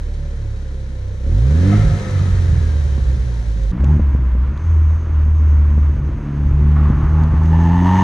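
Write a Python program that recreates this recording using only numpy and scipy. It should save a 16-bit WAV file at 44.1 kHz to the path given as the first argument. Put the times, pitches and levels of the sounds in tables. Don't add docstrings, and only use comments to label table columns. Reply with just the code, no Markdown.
import sys
import numpy as np
from scipy import signal
from scipy.fft import rfft, irfft
from scipy.io import wavfile
from scipy.ndimage import uniform_filter1d

SR = 44100
rng = np.random.default_rng(int(sys.argv[2]) if len(sys.argv) > 2 else 0)


def to_wav(s):
    ch = np.atleast_2d(s).T
    pcm = np.round(np.clip(ch, -1, 1) * 32767)
    wavfile.write(sys.argv[1], SR, pcm.astype(np.int16))


N = 354123
TIME = np.arange(N) / SR
DRIVE_FROM_S = 3.716
# (pitch [Hz], level [dB])
RUMBLE = [(16, -20.5), (32, -5.5), (46, 10), (80, -1), (130, -1), (165, -10.5), (260, -30.5), (500, -60)]


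def parked_engine(boom_change, burble_change, lope_change):
    # (time [s], firing rate [Hz])
    speed = [(0, 37.4), (.7, 33.46), (1.23, 31.45), (1.31, 39.9), (1.39, 54.3), (1.7, 100.9), (1.8, 105),
             (2.26, 93.27), (2.5, 83.7), (2.95, 69.1), (3.71, 48.9)]
    # (firing rate [Hz], level [dB])
    boom_levels = [(31, -30), (37, -22.5), (47, -17), (80, -15), (105, -16)]
    # (pitch [Hz], level [dB])
    pipe_shape = [(70, 8), (105, -2), (140, -6), (175, -23.5), (210, -23.5), (313, -40), (420, -59.5),
                  (700, -62)]
    muffler_shape = [(90, -28), (170, 6), (260, -2), (350, -1.5), (480, -4), (565, -3.5), (625, -18.5),
                     (720, -12.5), (900, -29.5), (1500, -27.5)]
    rush_shape = [(450, -16.5), (720, -3), (950, 1.5), (1150, -4), (1320, -2), (1480, -1), (1740, -0.5),
                  (2150, -4.5), (2700, -10), (4000, -31.5)]
    hiss_shape = [(1800, -3), (2700, -15), (3100, -1), (3400, -4.5), (3850, 0), (4900, -7), (5500, -5.5),
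                  (6100, -3.5), (7200, -10), (8200, -13.5), (10000, -15.5), (11500, -24), (15000, -41)]
    # (pitch [Hz], width [Hz], level [dB])
    pipe_notes = [(702, 32, 0.5), (1295, 82, -1.5), (1767, 96, -9.5), (2090, 49, -7)]
    # (idling [dB], on throttle [dB], running down [dB], extra per idle speed gained [dB])
    laws = [(-26, -16, -31, -1), (-44, -36.5, -29.5, 8.3), (-63, -51, -49, 11.5), (-43, -36.5, -42.5, 5),
            (-56.7, -55, -57, 6.5), (-60, -57.5, -59, 5), (-80, -70.5, -74, 16)]
    idle_hz, open_s, shut_s = 34, 1.192, 1.764
    hz, = curves(speed)
    throttle = gate(open_s, shut_s, attack_s=.09, release_s=.045)
    running_down = (TIME > shut_s) * (1 - throttle)
    state = np.array([1 - throttle - running_down, throttle, running_down, hz / idle_hz - 1])
    bark_db, burble_db, lope_db, chuff_db, rush_db, hiss_db, rasp_db = np.array(laws) @ state
    boom_db = np.interp(hz, *np.transpose(boom_levels)) + 3.5 * throttle + boom_change
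    bark_db -= 8 * np.exp(-((2 * hz - 172.5) / 18) ** 2)
    turns = crank(hz, wobble=.0044)
    clicks = firings(turns, hz) * undb(.81 * per_firing(turns))
    low = pipe_tone(turns, hz, boom_db, bark_db, pipe_shape, flutter_db=5, lean=np.pi / 2, smear=np.pi / 2)
    low += burble(turns, hz, burble_db + burble_change, lope_db + lope_change, lope_upper_db=4)
    buffet = undb(boom_db - 20) * np.array([unit(colour(noise(), RUMBLE)) for _ in range(2)])
    chuff = undb(-11) * unit(colour(clicks, muffler_shape))
    chuff = chuff + wide_gas(turns, muffler_shape, side_db=-10, throb=.9, scatter_db=2)
    rush = undb(-10) * unit(colour(clicks, rush_shape))
    rush = rush + undb(3) * wide_gas(turns, rush_shape, side_db=1.5, throb=.18, scatter_db=-1)
    belt = undb(.6 * rush_db - 18) * belt_whine(turns)
    snarl = rasp(turns, hz, rasp_db, pipe_notes, rated_hz=103, gas_db=6, skirt_db=-18)
    hiss = undb(hiss_db + 5.5) * wide_gas(turns, hiss_shape, side_db=-5.5, throb=.14, scatter_db=6)
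    deep = low * pan(-2.1) + buffet + undb(chuff_db) * chuff * pan(4.3)
    bright = (undb(rush_db) * rush + belt + snarl) * pan(3.7) + hiss * pan(-.5)
    left, right = deep + bright
    return np.array([left, np.pad(right, (1, 0))[:N]])


def driving_car(boom_change, burble_change, lope_change):
    # (time [s], firing rate [Hz])
    speed = [(3.72, 56.46), (3.93, 76.47), (4.12, 66.67), (4.36, 60.4), (4.5, 68.06), (4.65, 82.4),
             (4.86, 75.7), (5.0, 81.3), (5.2, 74.4), (5.34, 77.1), (5.6, 73.8), (6.45, 70.9), (6.78, 74.75),
             (6.96, 73.14), (7.2, 77.96), (7.32, 77.5), (7.68, 84.2), (8.03, 95.3)]
    # (time [s], load [0-1])
    pedal = [(3.72, 0.56), (3.85, .8), (3.92, 0.95), (4.06, 0.25), (4.55, .03), (5.85, 0.26), (6.25, 0.66),
             (6.75, 0.84), (7.15, 0.83), (7.38, 0.84), (7.56, 0.95), (8.03, 1)]
    # (firing rate [Hz], level [dB])
    boom_levels = [(60, -12.8), (67, -14), (74, -10.5), (80, -11.5), (95, -15.5)]
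    # (pitch [Hz], level [dB])
    pipe_shape = [(110, -3), (150, 2), (220, -10), (290, -18.5), (380, -25), (480, -38), (700, -52)]
    muffler_shape = [(100, -18.5), (200, 0), (310, 1.5), (400, -7), (470, -11.5), (600, -12.5), (800, -20),
                     (1500, -24)]
    jet_shape = [(300, -7.5), (500, -3), (700, 2), (1200, -3), (2000, -4.5), (3500, -14.5), (5200, -28.5),
                 (8000, -42), (14000, -49)]
    # (pitch [Hz], width [Hz], level [dB])
    pipe_notes = [(716, 77, -16.5), (891, 101, 3.5), (1780, 110, -8.5), (2730, 330, -24),
                  (3380, 1200, -54.5)]
    rated_hz = 87.2
    hz, = curves(speed)
    load, = curves(pedal)
    boom_db = np.interp(hz, *np.transpose(boom_levels)) - .5 * load + boom_change + .7 * walk(12)
    waver_db = 4.5 * np.sqrt(np.clip(1 - load, 0, 1))
    bark_db = -41.5 + 26.1 * load + waver_db * walk(16)
    rasp_db = -23.5 - 61 * (1 - load) + .69 * (hz - rated_hz)
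    turns = crank(hz, wobble=.005)
    low = pipe_tone(turns, hz, boom_db, bark_db, pipe_shape, flutter_db=3, lean=np.pi / 4, smear=0)
    low += burble(turns, hz, -23 + burble_change, -33 + load + lope_change, lope_upper_db=-7)
    chuff = undb(-38.5 + 6.7 * load) * unit(colour(gas(turns, throb=.85, scatter_db=4), muffler_shape))
    snarl = rasp(turns, hz, rasp_db, pipe_notes, rated_hz, gas_db=2, skirt_db=-32)
    jet = undb(rasp_db - 18) * unit(colour(gas(turns, throb=.71, scatter_db=4.5), jet_shape))
    return low + chuff + snarl + jet + tyre_roar() + wet_patch() + housing_ring(hz, rasp_db)


def crank(hz, wobble):
    return 1 + np.cumsum(hz) / SR + wobble * walk(40)


def firings(turns, hz):
    fired = np.diff(np.floor(turns), prepend=np.floor(turns[0])) > 0
    late = np.clip(turns % 1 * SR / hz, 0, 1)
    return (np.roll(fired * late, -1) + fired * (1 - late)) * np.sqrt(SR / hz)


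def pipe_tone(turns, hz, boom_db, bark_db, shape, flutter_db, lean, smear):
    angle = 2 * np.pi * turns
    pipe_hz, pipe_db = np.transpose(shape)
    passed_db = {k: np.interp(np.log(k * hz), np.log(pipe_hz), pipe_db) for k in range(2, 7)}
    overtones = np.cos(2 * angle + lean)
    for k in range(3, 7):
        gain = undb(passed_db[k] - passed_db[2] + flutter_db * walk(14))
        shift = (k - 1) * lean + smear * (k - 2) ** 2
        overtones += gain * np.cos(k * angle + shift)
    return np.sqrt(2) * (undb(boom_db) * np.cos(angle) + undb(bark_db) * overtones)


def burble(turns, hz, burble_db, lope_db, lope_upper_db):
    rumble = unit(colour(firings(turns, hz) * np.tanh(per_firing(turns)), RUMBLE))
    half = np.pi * turns
    lope = np.cos(half) + undb(lope_upper_db) * np.cos(3 * half)
    return undb(burble_db) * rumble + np.sqrt(2) * undb(lope_db) * lope


def rasp(turns, hz, level_db, notes, rated_hz, gas_db, skirt_db):
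    # (middle [s], length [s], rise [dB])
    flares = [(1.735, .06, 8), (1.82, 0.051, 6), (7.645, 0.025, 3.5), (7.94, 0.027, 0.5)]
    front = turns - .3 + .018 * walk(90)
    push = firings(front, hz) * undb(2.2 * per_firing(front))
    push += undb(gas_db) * gas(front, throb=1.5, scatter_db=2)
    push *= undb(1.6 * walk(32))
    heat = (hz / rated_hz) ** .3
    pipe = 0
    for note_hz, width_hz, db in notes:
        ring = resonate(push, note_hz * heat, width_hz)
        focused = resonate(ring, note_hz * heat, 4 * width_hz)
        pipe += undb(db) * (focused + undb(skirt_db) * ring)
    flare_db, = swells(flares)
    return undb(level_db + flare_db) * unit(pipe)


def gas(turns, throb, scatter_db):
    puff = np.sin(np.pi * (turns % 1) ** .5) ** 2
    return unit(noise() * (1 + throb * puff * undb(scatter_db * per_firing(turns))))


def wide_gas(turns, shape, side_db, throb, scatter_db):
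    mid, side = (unit(colour(gas(turns, throb, scatter_db), shape)) for _ in range(2))
    return mid + undb(side_db) * side * np.array([[1], [-1]])


def pops_and_buffet():
    # (time [s], thud peak [dB], crack compared with thud [dB])
    thuds = [(2.257, -15, -26), (2.979, -14.5, -24), (3.839, -11.5, -18.5), (3.996, -8.5, -18.5),
             (4.149, -10, -35), (4.19, -15.5, -28), (4.351, -18, -22), (5.263, -18, -24),
             (5.778, -14.5, -17), (5.968, -27, -20), (6.901, -4, -29.5), (7.338, -8, -20)]
    # (pitch [Hz], level [dB])
    thud_shape = [(30, -11.5), (70, 8), (220, 5), (350, -11.5), (500, -14.5), (900, -39), (3000, -64)]
    crack_shape = [(300, -6.5), (600, -3.5), (1100, -5.5), (2000, -27.5), (6000, -58)]
    out = np.zeros(N)
    for s, db, crack_db in thuds:
        thud = burst(thud_shape, decay_s=.0016, grain=.055)
        crack = undb(crack_db) * burst(crack_shape, decay_s=.0092, grain=.17)
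        add(out, s, undb(db) * (crack - thud))
    return out


def belt_whine(turns, pulley_ratio=2.625, slip=.02, flutter_db=3.5):
    # (pitch [Hz], level [dB])
    shape = [(250, -16), (400, -11.5), (520, 4), (570, 5.5), (640, -21.5), (900, -11), (1100, -28),
             (1310, -19), (1500, -17), (1700, -1), (2400, -24)]
    angle = 2 * np.pi * (pulley_ratio * turns + slip * walk(25))
    return colour(sum(undb(flutter_db * walk(12)) * np.cos(k * angle) for k in range(2, 9)), shape)


def tyre_roar():
    # (pitch [Hz], level [dB])
    shape = [(250, -21.5), (480, -4), (750, -10), (980, 0.5), (1300, -4), (2000, -10.5), (3000, -20),
             (4000, -28), (5500, -32.5), (8000, -41), (14000, -64.5)]
    return undb(-43 + .89 * walk(18)) * unit(colour(noise(), shape))


def wet_patch(from_s=6.756, to_s=7.28, attack_s=.0078):
    # (pitch [Hz], level [dB])
    shape = [(450, -7), (800, -7), (1130, 1.5), (1400, -5), (2000, -14), (3000, -28), (7000, -46.5)]
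    swish = gate(from_s, to_s, attack_s, release_s=.32) * undb(-36 + 1.1 * walk(30))
    splash = gate(from_s, from_s + attack_s, attack_s, release_s=.021) * undb(-37.5)
    return (swish + splash) * unit(colour(noise(), shape))


def grit():
    # (time [s], peak [dB])
    stones = [(3.844, -30), (4.576, -38), (7.236, -35), (7.435, -37), (7.4589, -33)]
    # (pitch [Hz], level [dB])
    shape = [(800, -5.5), (2500, 6), (4800, 0.5), (5600, -4), (6400, 0.5), (8000, -12), (12000, -21.5)]
    out = np.zeros(N)
    for s, db in stones:
        add(out, s, undb(db) * burst(shape, decay_s=.0023, grain=.21))
    return out


def housing_ring(hz, rasp_db):
    # (pitch [Hz], level [dB])
    shape = [(4000, -17.5), (5700, -12.5), (6200, -0.5), (6550, -3), (7000, -14.5), (9000, -27.5),
             (14000, -53.5)]
    road_db = -64 + .5 * (hz - np.mean(hz[TIME > DRIVE_FROM_S]))
    shake = np.hypot(undb(road_db), undb(rasp_db - 29.5))
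    return shake * unit(colour(noise(), shape)) * undb(1.8 * walk(22))


def undb(db):
    return 10 ** (np.asarray(db) / 20)


def unit(x):
    return x / np.sqrt(np.mean(x ** 2))


def noise():
    return rng.standard_normal(N)


def walk(rate):
    k = int(SR / rate)
    steps = np.repeat(rng.standard_normal(N // k + 1), k)
    return unit(uniform_filter1d(uniform_filter1d(steps, k), k)[:N])


def per_firing(turns, size=1024):
    return rng.standard_normal(size)[turns.astype(int) % size]


def curves(table):
    s, *columns = np.transpose(table)
    return [np.interp(TIME, s, c) for c in columns]


def swells(table):
    return sum(np.outer(db, np.cos(np.pi * np.clip((TIME - s) / length, -.5, .5)) ** 2)
               for s, length, *db in table)


def gate(on_s, off_s, attack_s, release_s):
    return np.clip((TIME - on_s) / attack_s, 0, 1) * np.exp(-np.maximum(TIME - off_s, 0) / release_s)


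def colour(x, shape, size=8192):
    hz, db = np.transpose(shape)
    log_hz = np.log(np.maximum(np.arange(size // 2 + 1) * SR / size, 1))
    outside = np.maximum(np.log(hz[0]) - log_hz, 0) + np.maximum(log_hz - np.log(hz[-1]), 0)
    cepstrum = irfft(np.log(undb(np.interp(log_hz, np.log(hz), db))) - 2 * outside)
    cepstrum[1:size // 2] *= 2
    cepstrum[size // 2 + 1:] = 0
    return signal.oaconvolve(x, irfft(np.exp(rfft(cepstrum))))[:len(x)]


def resonate(x, hz, width_hz):
    carrier = np.exp(2j * np.pi * np.cumsum(hz) / SR)
    pole = np.exp(-np.pi * width_hz / SR)
    return 2 * np.real(carrier * signal.lfilter([1 - pole], [1, -pole], x / carrier))


def burst(shape, decay_s, grain, size=4096):
    push = grain * rng.standard_normal(size) * np.exp(-np.arange(size) / SR / decay_s)
    push[0] += 1
    shaped = colour(push, shape)
    return shaped / np.abs(shaped).max()


def add(out, s, sound):
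    start = int(s * SR)
    out[start:start + len(sound)] += sound[:N - start]


def pan(left_db):
    return undb(np.array([[left_db], [-left_db]]) / 2)


def scene():
    # (middle [s], length [s], change of boom [dB], burble [dB], lope [dB])
    stumbles = [(1.889, 0.13, -24, 1.5, 1), (2.05, 0.29, -12.5, -9.5, -11.5), (2.538, .2, -0.5, 4.5, 9.5),
                (3.423, 0.13, -4, 2, -10), (3.759, 0.12, -24, -9, 0), (3.997, 0.051, -22, 2.5, 11),
                (4.583, 0.25, -13, -7, 3), (5.048, 0.28, -8.5, -4, 4), (5.258, 0.32, -1.5, -3, 8),
                (5.991, 0.23, -10.5, -1, 3), (6.25, 0.54, -18, -2, 0), (6.545, 0.28, -2, 6.5, 8),
                (7.0, 0.35, -7, 7, 8), (7.298, 0.15, -4, 6, 0)]
    changes = swells(stumbles)
    moving = np.clip((TIME - DRIVE_FROM_S) / .0052, 0, 1)
    car = (1 - moving) * parked_engine(*changes) + moving * driving_car(*changes)
    return car + pops_and_buffet() + grit()


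def record(dry, top_hz=15500):
    return signal.sosfilt(signal.ellip(8, .2, 70, top_hz, fs=SR, output="sos"), dry)


dry = scene()
out = record(dry)
to_wav(out)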